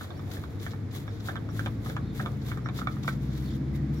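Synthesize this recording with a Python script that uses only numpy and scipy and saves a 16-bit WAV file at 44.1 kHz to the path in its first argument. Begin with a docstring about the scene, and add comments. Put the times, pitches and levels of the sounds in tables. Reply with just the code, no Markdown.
"""A gloved hand spins a loose oil filter on its thread, outdoors, about three strokes a second.
The rubber glove swishes over the filter's metal can in many tiny slips. The can clacks on
the thread and rings briefly in the engine bay. Far away an engine drones and slowly gains
speed, and small birds chirp faintly over the hush of the open air."""
import sys
import numpy as np
from scipy import signal
from scipy.fft import rfft, irfft
from scipy.io import wavfile

SR = 44100
rng = np.random.default_rng(int(sys.argv[2]) if len(sys.argv) > 2 else 0)


def master_out(mix):
    """Clip the mix to full scale and print it as 16-bit PCM to the path in sys.argv[1]."""
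    frames = np.transpose(np.atleast_2d(mix))
    ceiling = np.clip(frames, -1, 1)
    pcm = np.round(ceiling * 32767).astype(np.int16)
    wavfile.write(sys.argv[1], SR, pcm)


N = 176400
T = np.arange(N) / SR

# The glove's swishing strokes, sharp scuffs and dull palm drags.
# Each row: time of the peak in seconds, level in dB, rise and fall in seconds.
STROKES = [(.025,-50.5,0.19,0.053),(.2,-62,0.083,0.24),(.34,-47.5,0.043,0.065),(.52,-63.5,0.052,0.11),(.635,-48,0.024,0.067),(.955,-46.5,0.025,0.059),(1.14,-63,0.025,0.094),(1.268,-46.5,0.03,0.054),(1.572,-48.5,0.04,0.095),(1.878,-46.5,0.037,0.056),(2.17,-49,0.027,0.11),(2.485,-47.5,0.036,0.059),(2.778,-46.5,0.03,0.045),(2.92,-59,0.057,0.16),(3.088,-47,0.038,0.043),(3.23,-56.5,0.022,0.072),(3.39,-54,0.054,.06),(3.47,-55,0.065,0.039),(3.555,-57,0.028,0.023),(3.76,-53,0.022,0.019),(3.95,-57,0.022,0.092)]
SCUFFS = [(.315,-40.5,0.0018,0.0049),(.603,-48.5,0.0058,.005),(.715,-46,0.015,0.014),(.915,-49.5,0.0057,0.0085),(1.12,-56,0.026,0.11),(1.205,-45,0.0055,0.0072),(1.262,-62,0.014,0.0081),(2.42,-47,0.005,0.011),(2.79,-40.5,0.029,0.017),(2.93,-51.5,0.024,0.021),(3.036,-41,0.0062,0.0051),(3.077,-42,0.0039,0.02),(3.13,-47,0.013,0.012),(3.38,-50,0.081,0.012),(3.52,-53.5,0.047,0.043)]
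DRAGS = [(.125,-47,0.033,0.058),(.28,-50.5,0.028,0.22),(1.3,-47,0.035,0.18),(1.87,-51,0.041,0.14),(2.22,-46,0.027,.1)]
# The tone of each kind of rub. Each row: frequency in Hz, level in dB.
STROKE_SPECTRUM = [(300,-33),(700,7),(1300,7),(2400,3.5),(3600,9),(5000,4),(7200,4),(8500,-0.5),(13000,-0.5),(16000,-0.5)]
SCUFF_SPECTRUM = [(500,-19),(1500,-1.5),(2600,-3.5),(3700,3.5),(6000,-2),(7500,-6),(9000,-22),(16000,-16)]
DRAG_SPECTRUM = [(150,-29),(300,8.5),(450,4),(750,4.5),(1100,-9),(2500,-14),(6000,-27)]

# The engine speeds up. Each row: time in seconds, firings per second, level in dB.
ENGINE_SPEED = [(0,47.27,-9),(.5,49.73,-3),(1,51.64,-4.5),(1.5,53.63,0.5),(2,56.7,0.5),(2.5,58.78,-3.5),(3,62.01,-2),(3.5,64.83,1),(4,67.48,-2)]
# Its harmonics. Each row: multiple of the firing rate, level in dB at the start and at the end.
ENGINE_HARMONICS = [(1,-55,-33.5),(2,-35,-36.5),(3,-49,-41.5),(4,-51,-53.5),(5,-63,-51),(6,-50,-70)]
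# A second drone beside it. Each row: time in seconds, pitch in Hz, level in dB.
DRONE = [(0,137.4,-46),(1.6,137.6,-48.5),(2.25,138.5,-34),(2.65,138.9,-42),(3.1,141.8,-31.5),(3.5,145.2,-40.5),(4,146.2,-31.5)]
# The drone's two tones. Each row: multiple of its pitch, level in dB.
DRONE_TONES = [(1,-1),(1.5,-8)]
# The tone of the engine's low rumble and throaty roar, the outdoor hush, the breeze on the
# microphones and a fine hiss. Each row: frequency in Hz, level in dB.
RUMBLE_SPECTRUM = [(20,-68),(38,-44),(55,-7.5),(85,5.5),(130,1.5),(200,-8),(330,-8.5),(390,-18),(450,-13.5),(650,-41),(1200,-31),(4000,-61)]
ROAR_SPECTRUM = [(100,-25),(175,-4.5),(240,-0.5),(320,-4.5),(390,-20),(700,-65)]
HUSH_SPECTRUM = [(100,2),(450,7),(700,4),(1000,0.5),(1500,0),(2200,-3.5),(3500,-8.5),(5000,-10),(7300,-14.5),(8200,-18.5),(16000,-42)]
BREEZE_SPECTRUM = [(20,-19),(45,-30),(90,-6.5),(300,-3),(600,-29),(2000,-52)]
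HISS_SPECTRUM = [(2000,-20),(7000,-7),(10000,15),(16000,7)]
# How the rumble, roar and hush swell and sink. Each row: time in seconds, level in dB.
RUMBLE_LEVEL = [(0,-41),(.5,-38),(1.2,-38.5),(2.1,-37),(2.6,-36.5),(3.1,-39),(3.5,-38.5),(4,-38.5)]
ROAR_LEVEL = [(0,-55),(1.2,-49),(1.65,-42.5),(2,-45.5),(2.7,-47.5),(3.3,-41.5),(3.75,-38),(4,-43)]
HUSH_LEVEL = [(0,-51),(.8,-51.5),(2,-50.5),(3.3,-50.5),(4,-50)]

# The can hits its thread. Each row: start in seconds, level in dB, pitch in Hz,
# swell of the knock in milliseconds, strength of its hard edge in dB.
CLACKS = [(0.01,-29.5,1400,0.58,-20),(0.043,-39.5,1090,0.45,-8),(.104,-38,1140,1.16,-11),(0.193,-37,1180,0.65,-13),(0.368,-39.5,1580,0.47,-6),(.438,-33,1220,0.44,-14.5),(.664,-30,1430,0.51,-10.5),(.734,-37,1280,0.6,-10),(1.078,-34,1250,0.71,-12),(1.2856,-23.5,1420,0.61,-19),(1.2912,-27,1440,0.42,-11),(1.2955,-36,1480,0.4,-22),(1.356,-28.5,1190,0.4,-12),(1.365,-38,1300,.9,-6),(1.489,-35,1280,0.55,-14),(1.593,-21,1500,0.52,-19),(1.66,-28,1300,0.21,-6),(1.665,-34,1490,0.35,-9),(1.672,-29,1100,0.6,-35),(1.861,-32,1130,0.52,-16),(1.898,-34,1390,0.72,-5.5),(1.965,-26.5,1160,0.77,-11),(1.97,-26,1300,0.51,-24),(2.196,-26.5,1350,0.63,-30),(2.2,-23.5,1530,0.48,-15.5),(2.255,-38,1160,1,-20),(2.26,-24,1210,0.49,-14),(2.514,-35,1690,0.73,-16),(2.517,-25,1400,0.41,-18),(2.573,-33,1210,0.85,-11),(2.658,-30,1390,0.45,-20),(2.6603,-23.5,1380,0.4,-25),(2.687,-31,1160,0.54,-11),(2.789,-28.5,1250,0.58,-16),(2.812,-36,1280,0.99,-24),(2.816,-26.5,1300,0.89,-19),(2.871,-19,1265,0.93,-17.5),(2.8765,-41,1250,1,-23),(2.967,-37.5,1260,0.77,-18),(3.045,-35.5,1200,0.63,-13),(3.0788,-18,1270,0.43,-12.5),(3.0847,-33,1210,0.64,-21)]
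# The can's ringing notes. Each row: pitch in Hz, level in dB, seconds to fade by 60 dB.
CAN_NOTES = [(528,-7,0.028),(766,-5,0.04),(844,-9,0.033),(1210,-12.5,0.12),(1580,-5,0.043),(1773,-6,0.032),(2280,-2.5,.018),(3180,-1,0.0068),(3480,2,0.01),(3760,0.5,0.002),(5820,-19,0.017),(7250,-14,0.0089)]

# Bird calls. Each row: start in seconds, level in dB, length in seconds, pitch in Hz,
# slide over the call in Hz, blur from 0 (pure) to 1 (rough).
CHIRPS = [(0.072,-62,0.12,4420,9,0.73),(0.158,-59,0.049,5470,-76,0.4),(1.074,-60,.04,5470,0,0.4),(1.491,-55.5,0.03,5650,-100,0.2),(2,-63.5,0.14,4220,100,.45),(2.019,-62,0.14,3660,-100,0.42),(2.641,-53,0.041,5620,-60,0.5),(3.04,-57,0.034,5460,-60,.25),(3.419,-57,.09,4350,-500,1),(3.464,-55.5,0.11,3530,-300,0.72),(3.719,-56,.1,1923,-450,0.7),(3.952,-56,0.048,5600,7,.2)]

# The tone of each microphone. Each row: frequency in Hz, boost or cut in dB.
LEFT_MIC = [(60,-1),(500,3),(1500,-4.5),(7300,-1.5),(8000,-5.5),(11000,1.5),(16000,0.5)]
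RIGHT_MIC = [(60,-2.5),(500,1.5),(950,-0.5),(1400,1),(2200,3),(2850,-12.5),(3500,1),(4200,-3.5),(5200,-9),(7000,-32.5),(8500,-15.5),(10500,-14),(15000,-7.5)]


def from_db(db):
    """Turn decibels into a number to multiply by."""
    return 10 ** (np.asarray(db) / 20)


def rms_one(x):
    """Scale a signal so its average strength (rms) is 1."""
    return x / np.sqrt(np.mean(x ** 2) + 1e-20)


def in_time(rows):
    """Join a table's rows with straight lines, giving each column a value at every sample."""
    times, *columns = np.transpose(rows)
    return [np.interp(T, times, column) for column in columns]


def colour(x, spectrum):
    """Boost or cut each frequency along a smooth curve."""
    hz, db = np.transpose(spectrum)
    freqs = np.maximum(np.arange(N + 1) * SR / (2 * N), 1)
    gain = from_db(np.interp(np.log(freqs), np.log(hz), db))
    return irfft(rfft(x, 2 * N) * gain)[..., :N]


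def drift(rate_hz):
    """A random wobble of strength 1, mostly slower than rate_hz."""
    freqs = np.arange(N // 2 + 1) * SR / N
    return rms_one(irfft(rfft(rng.standard_normal(N)) / (1 + (freqs / rate_hz) ** 2), N))


def two_ears(three, alike):
    """Mix one shared and two separate signals into a partly alike left and right."""
    return np.sqrt(alike) * three[0] + np.sqrt(1 - alike) * three[1:]


def rubbing(rubs, spectrum, slips_per_s, snaps_per_s=81, snap_db=15, slip_share=0.63):
    """Rubber on paint: tiny slips and a few tacky snaps over a hiss, swelling and fading each rub."""
    power = 0
    for peak, db, rise, fall in rubs:
        before = ((peak - T[T < peak]) / rise) ** 1.6
        after = ((T[T >= peak] - peak) / fall) ** 1.15
        power += (from_db(db) * np.exp(-np.concatenate([before, after]))) ** 2
    slips = (rng.random((3, N)) < slips_per_s / SR) * rng.choice([-1, 1], (3, N))
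    slips = slips * from_db(2.5 * np.minimum(rng.exponential(1, (3, N)), 5))  # uneven sizes
    snaps = from_db(snap_db) * (rng.random(N) < snaps_per_s / SR) * rng.uniform(-1.54, 1, N)
    hiss = rng.standard_normal((3, N))
    friction = np.sqrt(slip_share) * rms_one(slips) + np.sqrt(1 - slip_share) * hiss
    texture = rms_one(colour(two_ears(friction, alike=0.44) + snaps, spectrum))
    flicker = from_db(1.46 * drift(rate_hz=62))
    return np.sqrt(power) * flicker * texture


def glove():
    """The glove swishes over the can, its rubber catches and scuffs, and the palm drags dully."""
    strokes = from_db(4) * rubbing(STROKES, STROKE_SPECTRUM, slips_per_s=1500)
    scuffs = rubbing(SCUFFS, SCUFF_SPECTRUM, slips_per_s=1100)
    drags = rubbing(DRAGS, DRAG_SPECTRUM, slips_per_s=360)
    return strokes + scuffs + drags


def wavering(hz, rate_hz, depth=0.29):
    """A tone whose strength and phase wander on the way from far off."""
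    phase = 2 * np.pi * np.cumsum(hz) / SR
    tone = (1 + depth * drift(rate_hz)) * np.sin(phase)
    return rms_one(tone + depth * drift(rate_hz) * np.cos(phase))


def noise_bed(spectrum, levels, alike):
    """Unbroken noise for both ears that slowly swells and sinks."""
    noise = two_ears(rng.standard_normal((3, N)), alike)
    return from_db(in_time(levels)[0]) * rms_one(colour(noise, spectrum))


def far_engine():
    """The firings make a hum that rises with speed, beside a second drone, a rumble and a roar."""
    firing_hz, level_db = in_time(ENGINE_SPEED)
    hum = 0
    for multiple, first_db, last_db in ENGINE_HARMONICS:
        gain = from_db(level_db + first_db + (last_db - first_db) * T / T[-1])
        hum += gain * wavering(multiple * firing_hz, rate_hz=3.0)
    drone_hz, drone_db = in_time(DRONE)
    drone = sum(from_db(drone_db + db) * wavering(multiple * drone_hz, rate_hz=6.5)
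                for multiple, db in DRONE_TONES)
    rumble = noise_bed(RUMBLE_SPECTRUM, RUMBLE_LEVEL, alike=0.91)
    roar = noise_bed(ROAR_SPECTRUM, ROAR_LEVEL, alike=0.91)
    return hum + drone + rumble + roar


def air():
    """The even hush of the outdoors, a light breeze on each microphone and a fine hiss."""
    hush = noise_bed(HUSH_SPECTRUM, HUSH_LEVEL, alike=0.17)
    breeze = from_db(-55) * rms_one(colour(rng.standard_normal((2, N)), BREEZE_SPECTRUM))
    hiss = rms_one(colour(rng.standard_normal((2, N)), HISS_SPECTRUM))
    return hush + breeze + from_db([[-77], [-67]]) * hiss  # more hiss on the right


def can_ring(tap):
    """A tap rings the can's notes; the grip changes their level, pitch and fade each time."""
    out = 0
    for k, (hz, db, fade_s) in enumerate(CAN_NOTES):
        gain = (-1) ** k * from_db(db + rng.normal(0, 3.5))  # every other note starts downward
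        step = 2 * np.pi * hz * rng.normal(1, 0.034) / SR
        gripped_fade_s = fade_s * from_db(2.7 * rng.standard_normal())
        decay = from_db(-60 / (gripped_fade_s * SR))
        feedback = [1, -2 * decay * np.cos(step), decay * decay]  # turns a click into a fading tone
        out += gain * signal.lfilter([0, np.sin(step)], feedback, tap + 1e-18)
    return out


def bay_echoes(x, db, fade_s, delay_s=0.0036):
    """Dense echoes off the metal around the can, different for each ear and each clack."""
    t = T[:len(x)]
    echoes = rng.standard_normal((2, len(t))) * from_db(-60 * t / fade_s) * (t > delay_s)
    echoes /= np.sqrt(np.sum(echoes ** 2, axis=1, keepdims=True))
    return from_db(db) * signal.fftconvolve(x[None], echoes, axes=1)[:, :len(t)]


def clacks(crack_s=0.003, crack_band_hz=(2100, 6800)):
    """Each hit is a hollow knock, damped by the hand; its hard edge cracks and rings the can."""
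    out, t = np.zeros((2, N + SR)), T[:SR // 5]
    crack_filter = signal.butter(2, crack_band_hz, "band", fs=SR, output="sos")
    for start, db, hz, swell_ms, edge_db in CLACKS:
        swell_s = swell_ms / 1000
        age = t / swell_s
        swell = (age / 2) ** 2 * np.exp(2 - age)  # peaks at twice swell_s
        knock = from_db(1) * swell * np.sin(2 * np.pi * hz * t)
        tap = from_db(edge_db + 5) * (np.arange(len(t)) == int(swell_s * SR))
        ring = can_ring(tap)
        burst = from_db(edge_db) * rng.standard_normal(len(t)) * np.exp(-t / crack_s)
        crack = signal.sosfilt(crack_filter, burst)
        direct = np.array([from_db(-1.5) * knock, knock]) + ring + crack
        early = bay_echoes(knock + from_db(1) * ring, db=-4, fade_s=0.072)
        tail = bay_echoes(knock, db=-10.5, fade_s=0.28)
        i = int(start * SR)
        out[:, i:i + len(t)] += from_db(db) * (direct + early + tail)
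    return out[:, :N]


def birds(arch_hz=180, blur_hz=255):
    """Thin chirps and lower calls that arch in pitch, blurred by distance."""
    out = np.zeros(N)
    wander, flutter, smear = drift(174), drift(120), drift(130)
    for start, db, length, hz, slide_hz, blur in CHIRPS:
        on = (T >= start) & (T < start + length)
        place = 2 * (T[on] - start) / length - 1  # runs from -1 to 1 through the call
        pitch = hz + slide_hz * place / 2 - arch_hz * place ** 2 + blur * blur_hz * wander[on]
        phase = 2 * np.pi * np.cumsum(pitch) / SR
        tone = (1 + blur * flutter[on]) * np.sin(phase) + blur * smear[on] * np.cos(phase)
        out[on] += from_db(db) * (1 - place ** 2) * tone / np.sqrt(.5 + blur ** 2)
    return out


def scene(right_lag_s=0.00016):
    """The hand and filter close by, a little to the left, with the outdoors behind."""
    left, right = glove() + clacks()
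    right = np.roll(right, int(right_lag_s * SR))
    return np.array([left, right]) + far_engine() + air() + birds()


def record(dry, cutoff_hz=15900):
    """Each microphone colours the sound in its own way, and the highest treble is cut."""
    pair = np.array([colour(dry[0], LEFT_MIC), colour(dry[1], RIGHT_MIC)])
    return signal.sosfilt(signal.ellip(12, .2, 80, cutoff_hz, fs=SR, output="sos"), pair)


dry = scene()
out = record(dry)
master_out(out)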